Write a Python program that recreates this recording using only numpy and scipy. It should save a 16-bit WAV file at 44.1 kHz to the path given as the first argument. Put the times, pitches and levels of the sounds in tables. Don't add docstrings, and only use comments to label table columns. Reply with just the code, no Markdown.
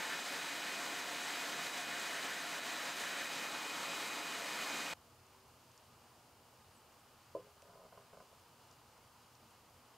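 import sys
import numpy as np
from scipy import signal
from scipy.fft import rfft, irfft, next_fast_len
from scipy.io import wavfile

SR = 44100
rng = np.random.default_rng(int(sys.argv[2]) if len(sys.argv) > 2 else 0)


def level_to_linear(level):
    exponent = np.asarray(level, float) / 20
    return 10 ** exponent


def transcribe(u):
    v = np.clip(np.atleast_2d(u).T, -1, 1)
    q = np.round(v * 32767).astype(np.int16)
    wavfile.write(sys.argv[1], SR, q)


N = 439677
TIME = np.arange(N) / SR
CUT_S = 4.9345

# pitch in Hz, level in dB, time to fade by 60 dB in seconds,
# direction of motion under the iron (1 or -1).
BOARD_MODES = [(113, -36.8, 0.3, 1), (181, -44.5, 0.2, 1), (327, -20.5, 0.19, -1), (404, -17.2, 0.247, -1),
               (475, -14.7, 0.223, 1), (515, -10.8, 0.193, 1), (547, -3.5, 0.104, 1), (578, 0.0, 0.055, -1),
               (635, -6.9, 0.14, -1), (664, -7.2, 0.1, 1), (949, -4.3, 0.057, 1), (1029, -3.1, 0.128, -1),
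               (1227, -13.5, 0.035, 1)]


def rms_one(x):
    return x / np.sqrt(np.mean(x ** 2) + 1e-20)


def in_time(rows):
    s, *columns = np.transpose(rows)
    return [np.interp(TIME, s, column) for column in columns]


def drift(rate):
    step = 40
    r = np.exp(-2 * step * np.pi * rate / SR)
    noise = rng.standard_normal(N // step + 2002)
    slow = signal.lfilter([1], [1, -2 * r, r * r], noise)[2000:]
    return np.interp(np.arange(N) / step, np.arange(len(slow)), rms_one(slow))


def coloured(x, spectrum, resonances):
    size = next_fast_len(N)
    hz = np.arange(size // 2 + 1) * SR / size + 1
    curve_hz, curve_db = np.transpose(spectrum)
    level_db = np.interp(np.log(hz), np.log(curve_hz), curve_db)
    for centre_hz, width_hz, bump_db in resonances:
        level_db += bump_db / (1 + (2 * (hz - centre_hz) / width_hz) ** 2)
    return rms_one(irfft(rfft(x, size) * level_to_linear(level_db), size)[:N])


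def patchy(x, band_db, count=20):
    size = next_fast_len(len(x))
    spectrum = rfft(x, size)
    pitch = np.log2(np.arange(size // 2 + 1) * SR / size + 1)
    centres = np.linspace(np.log2(60), np.log2(18000), count)
    out = 0
    for centre, row in zip(centres, np.eye(count)):
        share = np.interp(pitch, centres, row)
        band = irfft(spectrum * share, size)[:len(x)]
        out = out + band * level_to_linear(band_db(2 ** centre)[:len(x)])
    return out


def ring(clicks, hz, t60):
    r, w = level_to_linear(-60 / (t60 * SR)), 2 * np.pi * hz / SR
    return signal.lfilter([0, np.sin(w)], [1, -2 * r * np.cos(w), r * r], clicks + 1e-18)


def soften(x, hz):
    return signal.sosfilt(signal.butter(2, hz, fs=SR, output="sos"), x)


def motor():
    # time in seconds, shaft turns per second, armature slot whine in dB.
    shaft = [(0.0, 177.17, -59), (0.4, 177.18, -60), (0.7, 177.13, -59), (1.0, 177.27, -64),
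             (1.4, 177.16, -60), (1.7, 177.16, -58.5), (2.2, 177.26, -62.5), (2.4, 177.26, -59),
             (2.7, 177.26, -59.5), (3.1, 177.15, -58), (3.6, 177.01, -62), (3.8, 177.04, -60),
             (4.05, 176.97, -56), (4.4, 176.91, -62), (4.8, 176.87, -62)]
    fan_orders = (4, 5, 10, 14, 28, 42, 56, 70, 84)
    fan_levels = (-7.5, -17., -14., -.5, -13., -20., -30., -19.5, -30.)
    # time in seconds, level in dB.
    unbalance = [(0, 1), (.15, 3), (1.9, 4), (2.2, 2.5), (2.85, 2.5), (3.0, 0), (4.5, -1), (4.9, -3)]
    # time in seconds, level of the lower, middle and upper line in dB.
    brushes = [(0, -3, -4, -1), (.5, 0, -2, 1), (1.0, 1, 2, 2), (1.5, 0, -4, 2), (2.2, 1, 2, 0),
               (2.7, 1, -4, -5), (3.1, -5, -5, -1), (3.5, -5, 0, -4), (3.9, 1, 3, -2), (4.3, -1, 0, -2),
               (4.5, -2, 0, 1), (4.9, 0, 2, 1)]
    slot_order, commutator_order, fan_blades = 22, 44, 14
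    field_hz, usual_turns_per_s = 120, 177.16
    fan_whine_db, commutator_whine_db = -56.5, -71
    speed, slot_db = in_time(shaft)
    load_db = 9 * (usual_turns_per_s - speed)
    unbalance_db, = in_time(unbalance)
    turn = 2 * np.pi * np.cumsum(speed) / SR
    out = level_to_linear(slot_db + .8 + .6 * drift(5)) * np.sin(slot_order * turn)

    for k, own_db in zip(fan_orders, fan_levels):
        level_db = fan_whine_db + own_db + 1 + 1.5 * drift(6)
        if k % fan_blades == 0:
            level_db = level_db + load_db
        if k == fan_orders[0]:
            level_db = level_db + unbalance_db
        out = out + level_to_linear(level_db) * np.sin(k * turn + k + .35 * drift(8))

    commutator_db = commutator_whine_db + .5 * drift(.5)
    for side, brush_db in zip((-1, 0, 1), in_time(brushes)):
        beat = 2 * np.pi * side * field_hz * TIME
        level_db = commutator_db + brush_db + 1 + drift(1.5)
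        out = out + level_to_linear(level_db) * np.sin(commutator_order * turn + beat)
    return np.sqrt(2) * out, turn


def echoed(x):
    t60, share = .35, .17
    t = np.arange(round(t60 * SR)) / SR
    echoes = rng.standard_normal(len(t)) * level_to_linear(-60 * t / t60) * (t > .004)
    echoes = echoes / np.linalg.norm(echoes)
    echoes = signal.sosfilt(signal.butter(2, 1000, "high", fs=SR, output="sos"), echoes)
    return x + share * signal.fftconvolve(x, echoes)[:N]


def pad(turn):
    # time in seconds, grit level in dB.
    pressure = [(0.0, -46), (0.1, -46), (0.3, -46.5), (1.6, -46), (2.0, -46.5), (2.35, -46.5), (3.1, -46),
                (3.5, -46.5), (4.0, -46), (4.4, -46.5), (4.75, -44.5), (4.9, -46.5)]
    # time in seconds, loss in dB.
    grip_losses = [(.23, 2.5), (.42, 1), (.59, 1), (.83, 1), (1.04, 1.5), (1.24, 0.5), (1.41, 0.4),
                   (1.71, 2.5), (1.86, 2.2), (2.08, 0.5), (2.26, -1), (2.44, 2.5), (2.61, 3), (2.78, 2),
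                   (2.94, 3), (3.14, 1), (3.30, 1.7), (3.50, 2), (3.73, 1), (3.9, 0.2), (4.24, 1.4),
                   (4.44, 1), (4.67, 1)]
    # time in seconds, half width in seconds, change in dB.
    strokes = [(.1, .12, 2), (2.95, .04, -1), (.7, .05, 1.5), (1.1, .05, -1), (1.46, 0.035, 1.5),
               (2.0, 0.059, 2), (2.16, 0.03, 4), (2.33, 0.034, 3), (3.06, .04, 2), (3.18, .05, 3.5),
               (3.65, .06, -2), (4.12, 0.15, -3), (4.42, .06, 0), (4.78, 0.076, -2)]
    # frequency in Hz, level in dB per Hz.
    sanding_colour = [(45, -33.5), (91, -23), (163, -11.5), (300, -3.5), (770, -3.5), (1200, -2),
                      (1900, 0.5), (2800, -5.5), (4000, -5.5), (5300, -10.5), (7700, -11.5), (10600, -20.5),
                      (13500, -22.5), (16000, -25)]
    # frequency in Hz, width in Hz, height in dB.
    table_bumps = [(63, 6, 3.6), (76, 6, -2.8), (76, 6, -1.0), (95, 9, 5.2), (119, 8, 6.8), (142, 9, -7.5),
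                   (149, 6, -5.9), (160, 23, 4.8), (169, 19, 3.2), (252, 15, 3.8), (289, 13, 4.3),
                   (315, 10, 4.1), (338, 13, -5.6), (376, 11, -5.7), (445, 16, -4.2), (561, 19, 5.7),
                   (580, 23, -3.5), (679, 38, 4.6), (739, 12, 6.0), (765, 30, -4.8), (834, 17, 4.7),
                   (889, 16, 7.8), (902, 36, -5.1), (953, 23, 6.6), (976, 20, -5.1), (2933, 140, 3.2),
                   (3084, 30, 6.1), (4867, 80, 4.3), (6476, 260, 3.3), (12609, 506, 3.4)]
    # frequency in Hz, width in Hz, height in dB.
    housing_bumps = [(1065, 50, 3), (1460, 50, 2.5), (1785, 110, 1.5), (1175, 25, -3), (1290, 120, 1.2),
                     (2345, 30, 3), (2560, 60, 1.5), (2680, 50, -2.5), (2984, 22, 4), (3155, 20, 4),
                     (3200, 50, -3), (3596, 25, 2), (6310, 90, 2.5), (7700, 400, 1.5), (8010, 150, -3),
                     (9100, 500, 2), (14500, 1000, 2)]
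    easing_s = (3.1, 3.5)
    # frequency in Hz, change in dB.
    eased_colour = [(700, 0), (1150, 2), (1650, -2.5), (2200, 0), (3100, -0.6), (4200, -0.56)]
    # share of the pressure swing, own wander in dB
    follows, wander_db = (0.95, 0.5, 0.89), (0.34, .5, 0.5)
    buzz_hz, buzz_octaves, grip_loss_s = 1710, 0.3, 0.029
    coarse = TIME[::40]
    lost_db = sum(db * np.exp(-((coarse - s) / grip_loss_s) ** 2) for s, db in grip_losses)
    grit_db = in_time(pressure)[0] - np.interp(TIME, coarse, lost_db)
    swing = grit_db - grit_db[TIME < CUT_S].mean()
    part_changes = [(share - 1) * swing + own_db * drift(5.8) for share, own_db in zip(follows, wander_db)]
    stroke_db = sum(db * np.exp(-((coarse - s) / width) ** 2) for s, width, db in strokes)
    stroke_db = np.interp(TIME, coarse, stroke_db)
    eased = np.interp(TIME, easing_s, [0, 1])
    eased_hz, eased_db = np.transpose(eased_colour)

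    uneven_db = 1.3 * np.minimum(rng.exponential(1, N), 4)
    grains = rng.standard_normal(N) * level_to_linear(uneven_db)
    grains = grains * (1 + .03 * np.sin(turn)) * level_to_linear(0.24 * drift(31.0))

    def band_db(hz):
        place = np.log([450, 800, 1100, 1600, 3000, 4200])
        part_shares = ([1, 0, 0, 0, 0, 0], [0, 1, 1, 0, 0, 0], [0, 0, 0, 0, 0, 1])
        change = eased * np.interp(np.log(hz), np.log(eased_hz), eased_db)
        change = change + stroke_db * np.exp(-(np.log2(hz / buzz_hz) / buzz_octaves) ** 2)
        for shares, part_db in zip(part_shares, part_changes):
            change = change + np.interp(np.log(hz), place, shares) * part_db
        return change + 0.6 * drift(26.0)

    heard = round((CUT_S + .1) * SR)
    sanding = coloured(echoed(grains), sanding_colour, table_bumps + housing_bumps)
    sanding = patchy(sanding[:heard], band_db)
    return level_to_linear(grit_db + 4.0) * np.pad(sanding, (0, N - heard))


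def knock():
    # time in seconds, ringing level in dB.
    settling = [
        (7.409, 0),
        (7.414, -9),
    ]
    stilled_first_hz, sooner_s = (404, 635, 664), .017
    blow = level_to_linear(-26.4) * (np.arange(N) == round(7.3483 * SR))
    out = -level_to_linear(-36) * ring(blow, 404, .5)
    out = out + level_to_linear(-43.0) * ring(blow, 170, .2)
    for hz, level_db, t60, sign in BOARD_MODES:
        early_s = sooner_s * (hz in stilled_first_hz)
        stilled_db = np.interp(TIME + early_s, *np.transpose(settling))
        out = out + sign * level_to_linear(level_db + stilled_db) * ring(blow, hz, t60)
    return soften(out, 400)


def creak():
    # start in seconds, hold in seconds, level in dB, fading in dB per second while held.
    presses = [
        (7.56, .04, -65, 120),
        (7.622, 0.24, -57, -1),
        (7.927, 0.033, -58, 60),
        (7.97, .04, -58, 90),
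        (8.127, 0.094, -64, -30),
        (8.293, .22, -67, 60),
    ]
    attack_s, release_s = .008, .03
    out = np.zeros(N)
    for s, hold, level_db, fading_db in presses:
        shape = np.interp(TIME, [s - attack_s, s, s + hold, s + hold + release_s], [0, 1, 1, 0])
        faded_db = level_db - fading_db * np.clip(TIME - s, 0, hold)
        out = np.maximum(out, shape ** 2 * level_to_linear(faded_db))
    return out


def rocking():
    # time in seconds, level of low modes in dB, level of high modes in dB.
    touches = [(7.403, -59, -66), (7.445, -58, -72), (7.466, -53, -68), (7.564, -56, -70),
               (7.622, -50, -64), (7.65, -55, -68), (7.666, -60, -72), (7.684, -55, -59), (7.696, -65, -65),
               (7.706, -63, -63), (7.719, -63, -61), (7.735, -63, -59), (7.754, -54, -57),
               (7.766, -61, -64), (7.774, -64, -54), (7.791, -52, -70), (7.8, -60, -70), (7.814, -67, -57),
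               (7.822, -57, -68), (7.835, -54, -66), (7.852, -52, -59), (7.862, -62, -65),
               (7.917, -57, -70), (7.925, -55, -53), (7.948, -60, -70), (7.963, -68, -67),
               (7.975, -47.5, -52), (7.985, -60, -63), (7.998, -62, -64), (8.012, -65, -60),
               (8.131, -47.5, -55), (8.143, -65, -62), (8.15, -58, -68), (8.171, -49, -55),
               (8.188, -60, -68), (8.2023, -54, -52.5), (8.212, -56, -65), (8.222, -59, -70),
               (8.233, -64, -64), (8.315, -61, -57), (8.326, -55, -65), (8.402, -68, -68)]
    # time in seconds, pitch in Hz, level in dB, time to fade by 60 dB in seconds.
    rebounds = [
        (7.395, 500, -53, .1),
        (7.397, 1030, -57, .13),
        (7.446, 415, -63.5, .45),
        (7.39, 185, -65, .4),
        (7.368, 690, -53, .09),
    ]
    s, low_db, high_db = np.transpose(touches)
    at = np.round(s * SR).astype(int)
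    slips = (rng.random(N) < 1500.0 / SR) * rng.standard_normal(N)
    slips = slips * creak() * level_to_linear(-17.0)
    out = 0
    for hz, level_db, t60, sign in BOARD_MODES:
        touch_db = high_db - 0.5 if hz > 800 else low_db - 3.0
        clicks = slips.copy()
        clicks[at] += level_to_linear(touch_db + 1.9 * rng.normal(0, 1, len(at)))
        if hz == 404:
            out = out + sign * level_to_linear(-17) * ring(clicks, hz, .25)
        out = out + sign * level_to_linear(1.28 * level_db) * ring(clicks, hz, 0.66 * t60)
    # Hz, fading time in seconds, dB
    for hz, t60, level_db in [(1490, .021, 0), (1250, .05, -7), (2100, .008, -2), (724, .034, -3.5),
                              (180, .1, -12.5)]:
        if hz == 1490:
            level_db = -2.5
        out = out + level_to_linear(level_db) * ring(clicks, hz, t60)
    for s, hz, level_db, t60 in rebounds:
        bounce = 1. 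* (np.arange(N) == round(s * SR))
        out = out + level_to_linear(level_db) * ring(bounce, hz, t60)
    return soften(out, 1350.0)


def ticks():
    # time in seconds, peak in dB, centre in Hz, width in Hz.
    tick_rows = [(5.266, -59.5, 5800, 3000), (5.716, -58.5, 5800, 2400), (5.777, -53.5, 5600, 2600),
                 (5.777, -59, 8200, 2400), (6.766, -58.5, 7000, 5000), (6.995, -63, 8600, 1800),
                 (7.621, -57, 2500, 1400), (7.621, -51.5, 6400, 6000), (8.397, -62, 6500, 4000),
                 (8.712, -54.5, 6000, 2600), (8.726, -62, 6600, 2000), (8.738, -61, 6200, 2500),
                 (8.976, -62, 6000, 3000), (9.352, -54.5, 5700, 3200), (9.508, -59, 8000, 5000)]
    out = np.zeros(N)
    t = np.arange(400) / SR
    for s, peak_db, hz, width_hz in tick_rows:
        edges = np.clip([hz - width_hz / 2, hz + width_hz / 2], 500, 15000)
        burst = rng.standard_normal(len(t)) * np.exp(-t / 0.0018)
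        burst = signal.sosfilt(signal.butter(3, edges, "band", fs=SR, output="sos"), burst)
        out[round(s * SR):][:len(t)] += level_to_linear(peak_db + .8) * burst / np.abs(burst).max()
    return out


def squeaks():
    # start in seconds, length in seconds, first pitch in Hz, last pitch in Hz, level in dB.
    squeak_rows = [
        (6.715, .065, 9000, 8900, -77.5),
        (6.75, .05, 7830, 7800, -77.5),
        (6.98, .025, 8350, 8350, -86),
        (5.15, .38, 370, 392, -76),
        (8.41, .14, 4090, 4080, -83),
    ]
    out = np.zeros(N)
    wobble = drift(60.0)
    for s, length, first_hz, last_hz, level_db in squeak_rows:
        span = slice(round(s * SR), round((s + length) * SR))
        gone = np.clip((TIME[span] - s) / length, 0, 1)
        phase = 2 * np.pi * np.cumsum(first_hz + (last_hz - first_hz) * gone) / SR
        phase = phase + first_hz / 7500 * wobble[span]
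        swell = np.sqrt(2 * np.sin(np.pi * gone).clip(0))
        out[span] += level_to_linear(level_db) * swell * np.sin(phase)
    return out


def shop():
    # frequency in Hz, level in dB per Hz.
    air_colour = [(12, -47), (20, -24), (100, -4), (198, -11), (388, -10.5), (607, -9), (976, -5.5),
                  (1400, -12), (1810, -18.5), (3600, -22), (5000, -21), (7000, -25), (10000, -28),
                  (16000, -32)]
    # frequency in Hz, width in Hz, height in dB.
    duct_bumps = [(88, 14, 6), (125, 7.1, 10.5), (238, 18, 8.5), (480.6, 6.9, 8), (955, 220, -0.5),
                  (1227, 19, 6.5), (2890, 640, 5.5), (4090, 60, 2), (4830, 400, 2.5), (6850, 500, 3.5),
                  (9000, 480, 3.5)]
    # multiple of its turning speed, level in dB.
    far_overtones = [(38, -98), (41, -98), (42, -97), (44, -97), (50.15, -92), (54, -98), (55, -98),
                     (66.4, -99), (70.5, -94), (74, -94), (75, -94), (76, -98), (77, -96), (79, -94),
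                     (80, -93), (82, -90), (84, -91), (85, -99), (86, -99), (87, -99), (90, -98), (91, -99),
                     (92, -100), (94, -99)]
    far_turns_per_s = 57.963
    air = coloured(rng.standard_normal(N), air_colour, duct_bumps)
    out = level_to_linear(-64.7) * patchy(air, lambda hz: (0.71 + 60.0 / hz) * drift(5.4), count=6)
    for k, level_db in far_overtones:
        phase = .4 * rng.uniform(0, 2 * np.pi)
        out += level_to_linear(level_db + 2) * np.sin(2 * np.pi * k * far_turns_per_s * TIME + phase)
    return out


def splits():
    # middle in seconds, low edge in Hz, high edge in Hz, level in dB.
    puffs = [(0.143, 1, 260, -73), (0.213, 5641, 6955, -61), (0.885, 8182, 9711, -63),
             (0.979, 7558, 7881, -77), (1.37, 4629, 6309, -58), (1.466, 5081, 6352, -61),
             (2.233, 6847, 8333, -58), (2.904, 6201, 7600, -60), (2.904, 8700, 10960, -62),
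             (3.025, 7536, 9043, -61), (3.208, 5598, 6955, -60), (3.368, 13006, 14513, -73),
             (3.996, 13070, 14556, -72), (4.487, 5103, 6933, -59), (4.554, 5081, 6330, -60),
             (4.722, 6244, 7644, -59), (4.857, 8204, 9733, -66), (4.928, 1100, 1700, -64),
             (4.928, 1900, 2700, -66), (4.928, 3600, 4700, -68)]
    out, length = np.zeros(N), 1200
    for s, low_hz, high_hz, level_db in puffs:
        band = signal.butter(8, [low_hz + 100, high_hz - 100], "band", fs=SR, output="sos")
        puff = rms_one(signal.sosfilt(band, rng.standard_normal(length)))
        puff = puff * signal.windows.tukey(length, .6)
        out[round(s * SR) - length // 2:][:length] += level_to_linear(level_db) * puff
    return out


def scene():
    whine, turn = motor()
    before = np.exp(-np.maximum(TIME - CUT_S, 0) / .002)
    sander = whine + pad(turn)
    iron = knock() + rocking() + ticks() + squeaks()
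    mono = before * sander + (1 - before) * shop() + iron
    return np.array([mono, mono])


def low_pass(x):
    return signal.sosfilt(signal.butter(12, 15730, fs=SR, output="sos"), x)


def record(dry):
    hiss = level_to_linear(-71) * rng.standard_normal((2, N)) * (TIME > CUT_S)
    low_mids = signal.butter(1, (55, 900), "band", fs=SR, output="sos")
    hiss = hiss + .5 * signal.sosfilt(low_mids, hiss)
    wet = dry + hiss + splits() * [[1], [-1]]
    top_cut = signal.ellip(14, .3, 60, 15720, fs=SR, output="sos")
    return low_pass(signal.sosfilt(top_cut, wet))


dry = scene()
out = record(dry)
transcribe(out)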